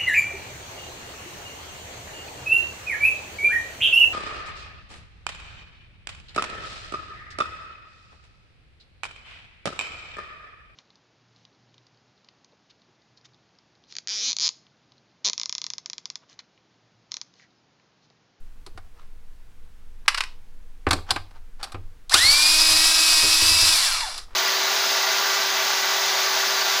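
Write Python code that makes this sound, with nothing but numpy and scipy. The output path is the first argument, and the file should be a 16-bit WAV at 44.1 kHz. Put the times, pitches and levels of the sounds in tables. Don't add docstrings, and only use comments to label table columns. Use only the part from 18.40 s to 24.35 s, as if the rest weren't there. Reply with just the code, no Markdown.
import sys
import numpy as np
from scipy import signal
from scipy.fft import rfft, irfft, next_fast_len
from scipy.io import wavfile
from scipy.ndimage import map_coordinates

SR = 44100
rng = np.random.default_rng(int(sys.argv[2]) if len(sys.argv) > 2 else 0)


def unload_wav(signal):
    wavfile.write(
        sys.argv[1],
        SR,
        np.round(np.clip(np.atleast_2d(signal).T, -1, 1) * 32767).astype(np.int16),
    )


N = 262395
T = np.arange(N) / SR

# time in seconds, gear mesh pitch in Hz.
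LOADED_PITCH = [(3.75, 2254), (3.9, 2377), (4.23, 2538), (4.33, 2515), (4.44, 2578), (4.83, 2526),
                (5.05, 2593), (5.21, 2619), (5.305, 2571)]
# multiple of the shaft speed, relative level in dB.
SHAFT_ORDERS = [(1, -17), (2, -17), (3, -13), (4, -16), (5, -12), (6, -9), (7, -11), (9, -13), (10, -12.5),
                (11, -6), (12, -5), (13, -6.5), (14, -5), (17, -3.5), (18, -8)]
# frequency in Hz, gain in dB.
GEARBOX_RADIATION = [(450, -27), (650, -6.5), (950, -1.5), (1400, -0.5), (1900, 0.5), (2350, 2), (2500, 0),
                     (3200, -2.5), (3750, -3), (4200, 7.5), (4600, 4.5), (4820, -2.5), (4890, 7.5),
                     (4970, 0), (5070, 3), (5200, -3.5)]
# frequency in Hz, width in Hz, relative level in dB.
GEARBOX_MODES = [(1037, 130, -4.5), (2330, 100, -1.5), (2774, 110, -3), (3507, 57, 3.5), (4234, 370, -0.5),
                 (4900, 25, 3), (5410, 12, 6)]
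# frequency in Hz, relative level in dB per Hz.
RATTLE_SPECTRUM = [(1500, -52), (2100, -23), (2400, -5.5), (2850, -4), (3200, -2), (3500, -5.5),
                   (3680, 0.5), (3850, 5), (4400, 2), (4900, 7.5), (5350, 2), (5600, 4), (6100, -1.5),
                   (7000, -19), (9100, -37.5)]
HOUSING_SPECTRUM = [(300, -34), (520, -19), (640, -0.5), (860, -2), (1000, -1.5), (1250, 6), (1500, 2),
                    (1900, 2.5), (2300, -5.5), (3000, -19), (4500, -72)]
DRONE_SPECTRUM = [(60, -39), (220, -12), (300, 6.5), (450, -5.5), (700, -14), (1500, -55)]
FIZZ_SPECTRUM = [(3700, -26.5), (6300, -3.5), (7000, -0.5), (7700, 2.5), (8600, -2.5), (9700, 0),
                 (10700, -2), (12000, -15.5), (16000, -37.5)]
SIZZLE_SPECTRUM = [(8000, -55), (10000, -16.5), (11000, -0.5), (12500, -1), (14000, -6), (16000, -15.5)]

# start in seconds, level in dB.
SCREW_BOUNCES = [(1.6799, -11), (1.7449, -23.5), (1.775, -27.5), (1.7797, -24.5), (1.8058, -20.5),
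                 (1.836, -32)]
# start in seconds, level in dB, hardness as click over clack in dB.
CONTACT_KNOCKS = [(0.2637, -48, 4), (0.3753, -41, -10.5), (2.4671, -20.5, -23), (2.4873, -36, -4),
                  (2.5084, -19.5, 0.5), (2.5298, -23, 0.5), (2.7063, -22.5, 6), (2.7601, -26, -9.5),
                  (2.909, -54, -7), (3.229, -34.5, 4), (3.239, -38, 4.5), (3.32, -42, -2),
                  (3.3447, -36.5, -16.5), (3.695, -44.5, 14.5), (3.7404, -19, 9.5), (5.7777, -43, 10.5)]
# start in seconds, relative thud and boom levels in dB.
CASE_BUMPS = [(0.264, -51, -41.5), (0.351, -37.5, -67), (2.471, -16.5, -26.5), (2.53, -23.5, -20.5),
              (2.712, -27.5, -35), (2.757, -29.5, -59), (3.342, -28.5, -35.5), (3.739, -31, -28.5),
              (3.842, -32.5, -30.5), (4.304, -31, -37), (4.831, -28, -26), (5.021, -28, -28.5),
              (5.109, -28.5, -35), (5.223, -31, -35), (5.8, -50, -62)]
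# middle in seconds, level in dB, half length in seconds.
CASE_RUBS = [(0.606, -57.5, 0.044), (1.662, -50.5, 0.0086), (2.59, -44.5, 0.0063), (2.674, -43, 0.0098),
             (2.706, -32, 0.015), (2.965, -54, 0.02), (3.21, -44, 0.013), (3.268, -46, 0.038),
             (5.929, -52.5, 0.053)]
# frequency in Hz, relative level in dB, seconds to fall by 60 dB.
TRAY_WALL_MODES = [(1030, -8, 0.23), (1144, 0, 0.16), (2099, -18, .1), (2670, -1, 0.16), (4230, -8.5, .1),
                   (4920, -9.5, .09)]
BENCH_MODES = [(78.8, 2, 0.4), (95.9, 1, 0.43), (152, -11, 0.235), (290, -26, 0.14), (445, -13.5, 0.17)]
# frequency in Hz, relative level in dB per Hz.
TRAY_SPECTRUM = [(200, -31.5), (450, -20), (780, -14.5), (1020, -5), (1400, 0), (2050, -4), (2750, -0.5),
                 (3400, -8), (4700, -2.5), (6700, -18.5), (9000, -16.5), (11000, -25), (16000, -49.5)]
PANEL_SPECTRUM = [(350, -26), (620, -13), (770, 4.5), (900, -6), (1050, -1.5), (1220, 1.5), (1380, -4.5),
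                  (1550, -1), (1850, -10.5), (2300, -8.5), (2800, -14.5), (4500, -27.5), (9000, -57.5),
                  (14000, -88)]
HOLLOW_SPECTRUM = [(120, -20.5), (200, -16), (290, -4.5), (366, -4.5), (480, -9), (620, -12), (850, -27.5),
                   (1500, -51), (4000, -100)]
CLICK_SPECTRUM = [(1200, -32), (2400, 0), (3200, 2.5), (4100, 10.5), (5200, 5.5), (6400, -4), (8000, -0.5),
                  (10200, -4.5), (13000, -17), (16000, -28.5)]
SLIDE_SPECTRUM = [(120, -38.5), (200, -14), (599, -11.5), (735, -6), (1250, -4.5), (2090, -15), (5010, -21),
                  (12000, -43), (15600, -70), (22000, -120)]

# frequency in Hz, seconds to fall by 60 dB.
ROOM_DECAY = [(150, 0.23), (530, 0.51), (1400, 0.24), (4000, 0.31), (10000, 0.23), (16000, 0.48)]
# frequency in Hz, relative level in dB per Hz.
RUMBLE_SPECTRUM = [(3, -13), (8, -10.5), (14, -0.5), (25, -19), (45, -26), (70, -29.5), (110, -44.5),
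                   (200, -64.5), (400, -110)]
AIR_SPECTRUM = [(65, -33.5), (110, -1.5), (253, -5.5), (287, -7.5), (444, -13), (483, -3), (514, -19),
                (559, -14.5), (830, -13), (1580, -14), (16000, -30)]

START_S, RELEASE_S, STOP_S = 3.69, 5.321, 5.87
FULL_HZ, CREEP_HZ = 2560, 119.97
TEETH = 8


def screwdriver():
    play_s, attack_s, fade_s = .014, .018, .085
    running = np.clip((T - START_S - play_s) / attack_s, 0, 1) * np.clip((STOP_S - T) / fade_s, 0, 1)
    angle = shaft_angle()
    return running * (gear_noise(angle) + gear_whine(angle) + tooth_chatter())


def gear_noise(angle):
    housing_db = gear_level(-33.5, fall_db=16.5, bend=2.2, surge_db=13)
    fizz_db = gear_level(-24, fall_db=29, bend=1.8, surge_db=14.5)
    slow = slowness()
    beat = unit(1 + 0.16 * np.cos(angle) + 0.15 * np.cos(3 * angle))
    rattle = amp(rattle_level()) * noise(RATTLE_SPECTRUM) + amp(housing_db) * noise(HOUSING_SPECTRUM)
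    drone = amp(housing_db - 18.5 - 30 * slow) * noise(DRONE_SPECTRUM)
    fizz = amp(fizz_db) * (noise(FIZZ_SPECTRUM) + amp(-11 - 5.2 * slow) * noise(SIZZLE_SPECTRUM))
    return amp(wobble(60)) * beat * (rattle + drone + fizz)


def gear_whine(angle):
    free_s, loosen_s, tight_db = 4.13, .03, 3
    shaft_hz, coast = mesh_pitch() / TEETH, coasting()
    tight = (1 - np.tanh((T - free_s) / loosen_s)) / 2
    load_db = gear_level(0, fall_db=24, bend=4.4, surge_db=3.5) + tight_db * tight
    rough = np.minimum(slowness(), 1)

    def tone(order, db, flutter_db, jitter):
        level_db = db + load_db + along(GEARBOX_RADIATION, order * shaft_hz) + flutter_db * wobble(70)
        return amp(level_db) * np.sin(order * angle + jitter * wobble(120))

    mesh_db = -29.5 - 7.5 * coast * (1 - 0.37 * rough)
    mesh = tone(TEETH, mesh_db, flutter_db=1.5 + 2.9 * rough, jitter=.2 + 0.28 * rough)
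    octave = tone(2 * TEETH, -29 - 13 * coast + 1.9 * wobble(8), flutter_db=2.5, jitter=0.36)
    sideband = tone(2 * TEETH - 1, -30.5 - 4.5 * tight - 12 * coast, flutter_db=1.5, jitter=0.31)
    return np.sqrt(2) * (mesh + octave + sideband) + shaft_buzz(angle)


def shaft_buzz(angle):
    slow, coast, buzz = slowness(), coasting(), np.zeros(N)
    for order, db in SHAFT_ORDERS:
        stutter = amp(2 * wobble(14) + 2.5 * coast * wobble(50))
        partial = stutter * np.sin(order * angle + .2 * wobble(30) + rng.uniform(0, 2 * np.pi))
        buzz += amp(db - 42 * slow / order) * partial
    return amp(gear_level(-27.5, fall_db=22.5, bend=2.5, surge_db=14.5) - 3.1 * coast) * buzz


def tooth_chatter():
    t = T[:SR // 20]
    shell = sum(amp(db) * width * np.exp(-np.pi * width * t) * np.cos(2 * np.pi * hz * t)
                for hz, width, db in GEARBOX_MODES)
    shell = signal.sosfilt(signal.butter(3, [800, 6000], "bandpass", fs=SR, output="sos"), shell)
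    ticks = rng.standard_normal(N) * (rng.random(N) < mesh_pitch() / SR)
    looseness_db = np.interp(T - RELEASE_S, [0, .25], [-11.5, 1])
    return amp(rattle_level() + looseness_db) * unit(signal.fftconvolve(ticks, shell)[:N])


def mesh_pitch():
    spin_up_s, dry_friction_hz_per_s, grease_drag_s = .07, 3700, 1.1
    driven = np.interp(T, *np.transpose(LOADED_PITCH)) * (1 - decay(START_S, spin_up_s))
    friction_hz = dry_friction_hz_per_s * grease_drag_s
    coasted = (driven + friction_hz) * decay(RELEASE_S, grease_drag_s) - friction_hz
    return np.maximum(coasted, CREEP_HZ)


def shaft_angle():
    waver = 0.00081 * wobble(25) + (.012 + 0.015 * coasting()) * np.minimum(slowness(), 1) * wobble(70)
    turns = np.cumsum(mesh_pitch() * (1 + waver)) / SR / TEETH
    return 2 * np.pi * turns + 0.013 * wobble(400)


def slowness():
    return np.abs(np.log2(FULL_HZ / mesh_pitch()))


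def coasting():
    return 1 - decay(RELEASE_S, lag_s=0.02)


def gear_level(full_db, fall_db, bend, surge_db):
    shortfall = np.clip(1 - mesh_pitch() / FULL_HZ, 0, 1)
    return full_db - fall_db * shortfall ** bend + surge_db * decay(START_S, lag_s=0.052)


def rattle_level():
    return gear_level(-20.5, fall_db=24, bend=1.37, surge_db=18.5)


def screw_drop():
    out, t, tray = np.zeros(N), T[:SR // 3], impulse(TRAY_SPECTRUM)
    for s, db in SCREW_BOUNCES:
        bounce = clack(tray, t, t60=0.032) + amp(-18) * ring(TRAY_WALL_MODES, t)
        add(out, s, room(amp(db) * bounce, wet_db=-11))
    return out


def case_knocks():
    out, t = np.zeros(N), T[:SR // 3]
    hollow, panels, click = impulse(HOLLOW_SPECTRUM), impulse(PANEL_SPECTRUM), impulse(CLICK_SPECTRUM)
    for s, db, hardness_db in CONTACT_KNOCKS:
        inside = amp(-15.5 - 0.64 * hardness_db) * clack(hollow, t, t60=0.03154)
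        outside = clack(panels, t, t60=0.0608) + amp(hardness_db) * clack(click, t, t60=0.038)
        add(out, s, room(amp(db) * (inside + outside), wet_db=-13.5))
    return out


def case_bumps():
    out, t, hollow = np.zeros(N), T[:SR // 2], impulse(HOLLOW_SPECTRUM)
    for s, thud_db, boom_db in CASE_BUMPS:
        thud = amp(thud_db - 6.5) * ring(BENCH_MODES, t) * (1 - np.exp(-t / 0.0036))
        boom = amp(boom_db - 8.5) * clack(hollow, t, t60=0.2)
        add(out, s, thud + boom)
    return out


def case_rubs():
    strokes = sum(amp(db) * np.exp(-((T - s) / half_s) ** 2) for s, db, half_s in CASE_RUBS)
    grain = amp(3.5 * wobble(300))
    return strokes * unit(noise(SLIDE_SPECTRUM) * grain)


def clack(body, t, t60):
    hold_s, rise_s = .003, .0003
    envelope = amp(-60 * (np.hypot(t, hold_s) - hold_s) / t60) * (1 - np.exp(-t / rise_s))
    burst = signal.fftconvolve(rng.standard_normal(len(t)) * envelope, body)[:len(t)]
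    return burst / np.sqrt(np.mean(burst[:SR // 100] ** 2))


def ring(modes, t):
    return sum(amp(db + rng.normal(0, 2.34) - 60 * t / t60) * np.sin(2 * np.pi * hz * t)
               for hz, db, t60 in modes)


def room(x, wet_db):
    hz, t, bands = signal.stft(rng.standard_normal(SR // 2), SR, nperseg=256)
    tail = signal.istft(bands * amp(-60 * t / along(ROOM_DECAY, hz)[:, None]), SR, nperseg=256)[1]
    tail = np.pad(tail / np.linalg.norm(tail), (round(.006 * SR), 0))
    return x + amp(wet_db) * signal.fftconvolve(x, tail)[:len(x)]


def room_tone():
    hum = amp(-76) * np.sin(2 * np.pi * 480 * T)
    return amp(-36.5) * noise(RUMBLE_SPECTRUM) + amp(-61.5) * noise(AIR_SPECTRUM) + hum


def amp(db):
    return 10 ** (np.asarray(db) / 20)


def unit(x):
    return x / np.sqrt(np.mean(x ** 2) + 1e-20)


def along(points, hz):
    point_hz, values = np.transpose(points)
    return np.interp(np.log(hz + 1), np.log(point_hz + 1), values)


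def decay(start_s, lag_s):
    return np.exp(-np.maximum(T - start_s, 0) / lag_s)


def wobble(rate):
    return map_coordinates(rng.standard_normal(int(N * rate / SR) + 4), [T * rate])


def filtered(x, response):
    size = next_fast_len(len(x) + SR // 4)
    return irfft(rfft(x, size) * response(np.fft.rfftfreq(size, 1 / SR)), size)[:len(x)]


def noise(spectrum):
    return unit(filtered(rng.standard_normal(N), lambda hz: amp(along(spectrum, hz))))


def impulse(spectrum, size=2048):
    gain = amp(along(spectrum, np.fft.rfftfreq(size, 1 / SR)))
    cepstrum = irfft(np.log(gain + 1e-6))
    cepstrum[1:] *= 1 + np.sign(size / 2 - np.arange(1, size))
    return irfft(np.exp(rfft(cepstrum)))


def add(track, s, x):
    part = track[round(s * SR):][:len(x)]
    part += x[:len(part)]


def scene():
    mono = room(screwdriver() + case_rubs(), wet_db=-12)
    mono += screw_drop() + case_knocks() + case_bumps() + room_tone()
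    return np.array([mono, mono])


def record(dry):
    return np.array([filtered(channel, lambda hz: hz < 16000) for channel in np.clip(dry, -1, 1)])


dry = scene()
out = record(dry)
unload_wav(out)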